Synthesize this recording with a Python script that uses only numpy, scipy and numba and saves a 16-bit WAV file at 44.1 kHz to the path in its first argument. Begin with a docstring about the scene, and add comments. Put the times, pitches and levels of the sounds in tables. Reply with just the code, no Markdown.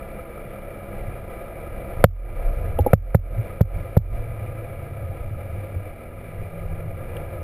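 """A camera in a sealed housing is towed under water behind a motor boat.
From the start, propeller wash rings the housing, the motor hums, flow buffets, a loose part ticks.
From 2 to 4 s, five jerks of the tow line knock the housing; the line's fitting clinks after the first.
The recorder's limiter ducks after each knock; its coarse sample-and-hold adds a glassy fizz throughout.
The motor then speeds up, peaking at 6.6 s, and the wash sloshes twice just after 7 s."""
import sys
import numpy as np
from scipy import signal
from scipy.fft import rfft, irfft
from scipy.io import wavfile
from scipy.ndimage import uniform_filter1d
from numba import njit

SR = 44100
rng = np.random.default_rng(int(sys.argv[2]) if len(sys.argv) > 2 else 0)


def pcm_store(signal):
    """Save signal as 16-bit PCM."""
    levels = np.round(np.clip(np.atleast_2d(signal), -1, 1) * 32767)
    wavfile.write(sys.argv[1], SR, levels.astype(np.int16).T)


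N = 327663
TIME_S = np.arange(N) / SR
FREQS_HZ = np.fft.rfftfreq(N, 1 / SR)


def from_db(db):
    """Decibels to gain."""
    return 10 ** (np.asarray(db) / 20)


def unit_rms(x):
    """Scale to rms 1."""
    return x / np.sqrt(np.mean(x ** 2) + 1e-20)


def curves(table):
    """One per-sample curve for each column after time_s."""
    time_s, *columns = np.transpose(table)
    return [np.interp(TIME_S, time_s, column) for column in columns]


def swell(peak_s, width_s):
    """Gaussian bump of height 1."""
    return np.exp(-(2 * (TIME_S - peak_s) / width_s) ** 2)


def spectrum(points):
    """Gain per bin from (freq_hz, level_db) points."""
    freq_hz, level_db = np.transpose(points)
    return from_db(np.interp(np.log(FREQS_HZ + 1), np.log(freq_hz), level_db))


def noise(gain):
    """Noise of rms 1 with the given spectrum."""
    return unit_rms(irfft(rfft(rng.standard_normal(N)) * gain, N))


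def drift(hz):
    """Random wander of rms 1, up to about hz."""
    return noise(np.exp(-(FREQS_HZ / hz) ** 2))


def steadied(x, window_s):
    """Even out the slow swells of a noise."""
    size = int(window_s * SR)
    power = uniform_filter1d(uniform_filter1d(x ** 2, size), size)
    return x / np.sqrt(power + 1e-4)


def add(mix, start_s, sound):
    """Mix a sound in at start_s."""
    part = mix[round(start_s * SR):][:len(sound)]
    part += sound[:len(part)]


def ring(modes):
    """Struck modes: soft rise, exponential decay."""
    t = TIME_S[:SR]
    out = np.zeros(SR)
    for pitch_hz, level_db, t60_s, rise_s in modes:
        envelope = from_db(level_db - 60 * t / t60_s) * (1 - np.exp(-t / rise_s)) ** 2
        out += envelope * np.sin(2 * np.pi * pitch_hz * t)
    return out


def taps(blows, modes):
    """Light blows on one small part."""
    out, sound = np.zeros(N), ring(modes)
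    for start_s, level_db in blows:
        add(out, start_s, -from_db(level_db) * sound)
    return out


# time_s, level_db
CHURN = [(0.0, -38.5), (1.7, -37.5), (2.7, -36.5), (3.4, -39.5), (5.1, -39.5), (6.15, -42), (6.7, -39.5),
         (7.42, -38.5)]
# peak_s, boost_db, width_s
WASH_SLOSHES = [(7.19, 5.5, 0.088), (7.343, 3, .06)]
# freq_hz, level_db
WASH_SPECTRUM = [(40, -20), (150, -7), (250, -15), (450, -9), (800, -12.5), (1100, -33), (2400, -33),
                 (3100, -37), (4100, -41), (4600, -44.5), (5400, -45.5), (6000, -53.5)]
# centre_hz, width_hz, level_db
HOUSING_RESONANCES = [(339, 39, -5.5), (367, 120, -12.5), (534.3, 100, 1), (674.5, 62, -2), (807, 45, -13),
                      (1000, 67, -15), (1216, 71, -10), (1358, 134, -14.5), (1652, 158, -17),
                      (2020, 206, -18.5), (2320, 200, -14), (2800, 280, -29), (3420, 660, -38.5)]


def wash(shaft_turns, throb_depth=0.095, flutter_db=-0.7, surge_db=1.0, trim_db=-0.14, split_hz=1850):
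    """Propeller noise rings the housing and throbs once a shaft turn; fine bubbles hiss above it."""
    churn_db = curves(CHURN)[0]
    churn_db += sum(boost_db * swell(peak_s, width_s) for peak_s, boost_db, width_s in WASH_SLOSHES)
    bubbles_db = -51.5 + 0.5 * (churn_db - churn_db.mean())
    power = spectrum(WASH_SPECTRUM) ** 2
    for centre_hz, width_hz, level_db in HOUSING_RESONANCES:
        power += from_db(level_db) ** 2 / (1 + ((FREQS_HZ - centre_hz) / width_hz) ** 2) ** 4
    low_share = 1 / (1 + (FREQS_HZ / split_hz) ** 24)
    churn = from_db(churn_db + trim_db) * noise(np.sqrt(power * low_share))
    bubbles = from_db(bubbles_db) * noise(np.sqrt(power * (1 - low_share)))
    throb = 1 + throb_depth * np.cos(2 * np.pi * shaft_turns)
    waver = from_db(flutter_db * drift(hz=90) + surge_db * drift(hz=9.1))
    return (churn + bubbles) * throb * waver


def rattle(centre_hz=1270, width_hz=90, relative_db=-17.0, spurt_db=3.5):
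    """One housing resonance chatters in uneven spurts as the wash churns."""
    churn_db, = curves(CHURN)
    spurts = unit_rms(from_db(spurt_db * np.minimum(drift(hz=25.2), 2)))
    band = noise(np.exp(-((FREQS_HZ - centre_hz) / width_hz) ** 2))
    return from_db(churn_db + relative_db) * spurts * band


# time_s, firing_hz
MOTOR_SPEED = [(0.0, 67.5), (0.5, 67.64), (1.15, 66.13), (1.52, 72.9), (1.75, 69.4), (1.95, 63.5),
               (2.4, 60.1), (3.4, 65.27), (4.2, 67.74), (4.5, 66.3), (5.0, 68.3), (5.22, 66.64),
               (6.2, 79.93), (6.6, 83), (7.0, 74.5), (7.42, 74.5)]


def firing_cycles():
    """Running count of the motor's firings, two per shaft turn."""
    firing_hz, = curves(MOTOR_SPEED)
    return np.cumsum(firing_hz) / SR


# time_s, second_harmonic_db, third_harmonic_db
MOTOR_HARMONICS = [(0.0, -50, -48.5), (1.7, -47, -48), (4.2, -46.5, -54), (4.8, -44, -55),
                   (5.25, -43.5, -54), (5.85, -56, -53.5), (6.2, -50, -48.5), (6.6, -37, -66),
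                   (7.05, -42.5, -53), (7.42, -51, -67)]


def motor(firings, shaft_db=-46, first_db=-53, fourth_db=-58, fifth_db=-57, waver_db=2.5, roughness=0.17):
    """Shaft hum and firing harmonics, wavering and roughened by the wake."""
    second_db, third_db = curves(MOTOR_HARMONICS)
    levels_db = {0.5: shaft_db, 1: first_db, 2: second_db, 3: third_db, 4: fourth_db, 5: fifth_db}
    out = np.zeros(N)
    for order, level_db in levels_db.items():
        amplitude = np.sqrt(2) * from_db(level_db + waver_db * drift(hz=15.0))
        out += amplitude * np.sin(2 * np.pi * order * firings)
    return out * (1 + roughness * drift(hz=33.3))


# time_s, sway_db, buffet_db
FLOW_LEVELS = [(0.0, -40.5, -49), (.8, -42.5, -44.5), (1.85, -38.5, -42.5), (2.65, -23, -33.5),
               (3.6, -40, -39.5), (4.3, -42.5, -33.5), (5.5, -43, -34), (6.15, -48, -40.5),
               (6.55, -44.5, -35), (7.42, -39, -31.5)]
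# peak_s, sway_boost_db, buffet_boost_db, width_s
FLOW_GUSTS = [(1.05, 11, 4.5, 0.23), (1.74, 7, 6.5, 0.11), (2.007, 11.5, 9.5, 0.12),
              (3.766, 15.5, 11.5, 0.067), (4.15, 15.5, 4.5, 0.2), (5.023, -6, 8, 0.06),
              (5.24, 13, -0.5, 0.15), (6.4, 14, 4, 0.11), (6.69, 13.5, 7, 0.23)]
# freq_hz, level_db
SWAY_SPECTRUM = [(8, -16), (18, -2), (28, 2), (40, -2), (52, -1), (64, -7), (90, -25), (200, -70)]
# freq_hz, level_db
BUFFET_SPECTRUM = [(35, -5.5), (62, -13), (84, 4), (106, 5.5), (125, -12.5), (165, -14.5), (220, -19.5),
                   (320, -74), (900, -71)]


def flow(uneven_sway_db=-1.35, uneven_buffet_db=3.0):
    """Eddies rock the housing and drum on it near its body resonance, harder in gusts."""
    sway_db, buffet_db = curves(FLOW_LEVELS)
    for peak_s, sway_boost_db, buffet_boost_db, width_s in FLOW_GUSTS:
        gust = swell(peak_s, width_s)
        sway_db += sway_boost_db * gust
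        buffet_db += buffet_boost_db * gust
    eddies = drift(hz=8)
    sway_db += uneven_sway_db * eddies
    buffet_db += uneven_buffet_db * eddies
    sway = steadied(noise(spectrum(SWAY_SPECTRUM)), window_s=0.045)
    buffet = steadied(noise(spectrum(BUFFET_SPECTRUM)), window_s=0.04)
    return from_db(sway_db) * sway + from_db(buffet_db) * buffet


# peak_s, level_db, pitch_hz, width_s
EDDY_SHOVES = [(1.085, -26.5, 102, 0.035), (2.476, -13, 29.4, 0.058), (2.814, -6.5, 82.3, 0.043),
               (3.397, -15.5, 110.4, 0.068), (3.775, -31, 164, 0.055), (4.4, -31, 110, 1),
               (5.77, -18, 85.4, 0.038)]


def shoves():
    """Large eddies each swing the housing at one low pitch."""
    out = np.zeros(N)
    for peak_s, level_db, pitch_hz, width_s in EDDY_SHOVES:
        envelope = from_db(level_db) * swell(peak_s, width_s) ** 2
        out += envelope * np.sin(2 * np.pi * pitch_hz * (TIME_S - peak_s))
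    return out


# pitch_hz, level_db, t60_s, rise_s
LOOSE_PART_MODES = [(1275, -2.5, 0.036, 0.002)]


def loose_part(first_s=0.008, period_s=0.184, level_db=-25, fade_db_per_s=2.0, uneven_db=1.4):
    """A loose part aboard ticks at an even pace and fades into the wash."""
    starts_s = np.arange(first_s, N / SR, period_s)
    levels_db = level_db - fade_db_per_s * starts_s + uneven_db * rng.standard_normal(len(starts_s))
    return taps(zip(starts_s, levels_db), LOOSE_PART_MODES)


# start_s, level_db
SPECK_HITS = [(2.789, -23), (7.168, -23.5)]
# pitch_hz, level_db, t60_s, rise_s
SPECK_MODES = [(2880, -1.5, 0.0093, 0.00053), (3130, -6, 0.0086, .0003)]


def specks():
    """Specks in the water tick on the shell."""
    return taps(SPECK_HITS, SPECK_MODES)


# start_s, level_db
FITTING_HITS = [(2.7878, -8.5), (2.8622, -5)]
# pitch_hz, level_db, t60_s, rise_s
FITTING_MODES = [(268, -5, .05, 0.002), (386, -6.5, 0.055, 0.00087), (506, 4.5, 0.034, 0.0014),
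                 (605, -6, 0.039, 0.0044), (825, -6, 0.062, 0.0012), (1290, -33, 0.014, 0.0015)]


def clinks():
    """Light blows ring the tow line's fitting."""
    return taps(FITTING_HITS, FITTING_MODES)


# start_s, crack_db, lowpass_hz, thud_lag_s, thud_db
LINE_JERKS = [(2.0407, 24, 2930, 0.0030, 28.5), (2.9321, 15, 1570, 0.0031, 23.5),
              (3.1457, 6.5, 2487, .0038, 19.5), (3.6074, -1.5, 1400, 0.0036, 14.5),
              (3.9669, 3, 1000, .004, 17.5)]
# pitch_hz, level_db, t60_s, rise_s
SHELL_MODES = [(168.5, -3.5, 0.011, 0.0016), (544, 0, 0.032, .003), (593, 0, 0.022, 0.0026),
               (694.4, -2.5, .018, 0.0011), (954, -2.5, 0.0089, 0.00084), (1285, 4.5, 0.0052, 0.001),
               (1664, -13.5, 0.014, 0.00078), (2062, -11.5, 0.01, 0.00076), (3500, -35, 0.0012, 0.00015)]
# pitch_hz, level_db, t60_s, rise_s
BODY_MODES = [(142.7, 9, 0.029, .0058), (104.5, 10.5, .0406, 0.0094), (106.3, -17, 0.12, 0.0063),
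              (85.4, -21, .25, 0.0072), (40.92, -25, 0.55, 0.024)]


def knocks(hollow_hz=330, hollow_q=1.4, hollow_share=0.7):
    """The line jerks: the shell cracks, then the body thuds, with a hollow between their pitches."""
    out = np.zeros(N)
    crack_spectrum, thud = rfft(ring(SHELL_MODES), N), ring(BODY_MODES)
    for start_s, crack_db, lowpass_hz, thud_lag_s, thud_db in LINE_JERKS:
        contact = 1 / (1 + 1j * FREQS_HZ / lowpass_hz) ** 2  # longer contact, duller crack
        crack = irfft(crack_spectrum * contact, N)[:SR]
        add(out, start_s, -from_db(crack_db) * crack)
        add(out, start_s + thud_lag_s, from_db(thud_db) * thud)
    hollow_band = signal.lfilter(*signal.iirpeak(hollow_hz, hollow_q, SR), out)
    return out - hollow_share * hollow_band


def scene():
    """Both microphones hear the same sound through the housing wall."""
    firings = firing_cycles()
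    water = wash(shaft_turns=firings / 2) + rattle() + motor(firings) + flow() + shoves()
    sound = water + loose_part() + specks() + clinks() + knocks()
    return np.array([sound, sound])


@njit
def limiter(x, rate_hz, ceiling_db, attack_s=0.0023, recovery_db_per_s=98.0, step_db=0.4):
    """Gain falls fast above the ceiling, then creeps back, in steps that crackle."""
    out, cut_db = np.empty_like(x), 0.0
    for i in range(len(x)):
        stepped_db = step_db * np.floor(cut_db / step_db)
        out[i] = x[i] * 10 ** (-stepped_db / 20)
        over_db = 20 * np.log10(abs(out[i]) + 1e-9) - ceiling_db
        if over_db > 0:
            cut_db += over_db / (attack_s * rate_hz)
        else:
            cut_db = max(cut_db - recovery_db_per_s / rate_hz, 0.0)
    return out


def converter(sound, ceiling_db, rate_hz=12000, repeats=4):
    """Downsample, limit, clip, hold; holding mirrors the sound about rate_hz as fizz."""
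    coarse = signal.resample_poly(sound, rate_hz, SR)
    limited = limiter(coarse, rate_hz, ceiling_db)
    held = np.repeat(np.clip(limited, -1, 1), repeats)
    return signal.resample_poly(held, SR, repeats * rate_hz)[:N]


def record(dry, ceiling_db=-12.5, right_headroom_db=1.4, lowpass_hz=15500):
    """One limiter and converter per channel, the right ducking less; then the band limit."""
    left = converter(dry[0], ceiling_db)
    right = converter(dry[1], ceiling_db + right_headroom_db)
    lowpass = signal.firwin(255, lowpass_hz, window=("kaiser", 9), fs=SR)
    return signal.oaconvolve(np.array([left, right]), lowpass[None], "same")


dry = scene()
out = record(dry)
pcm_store(out)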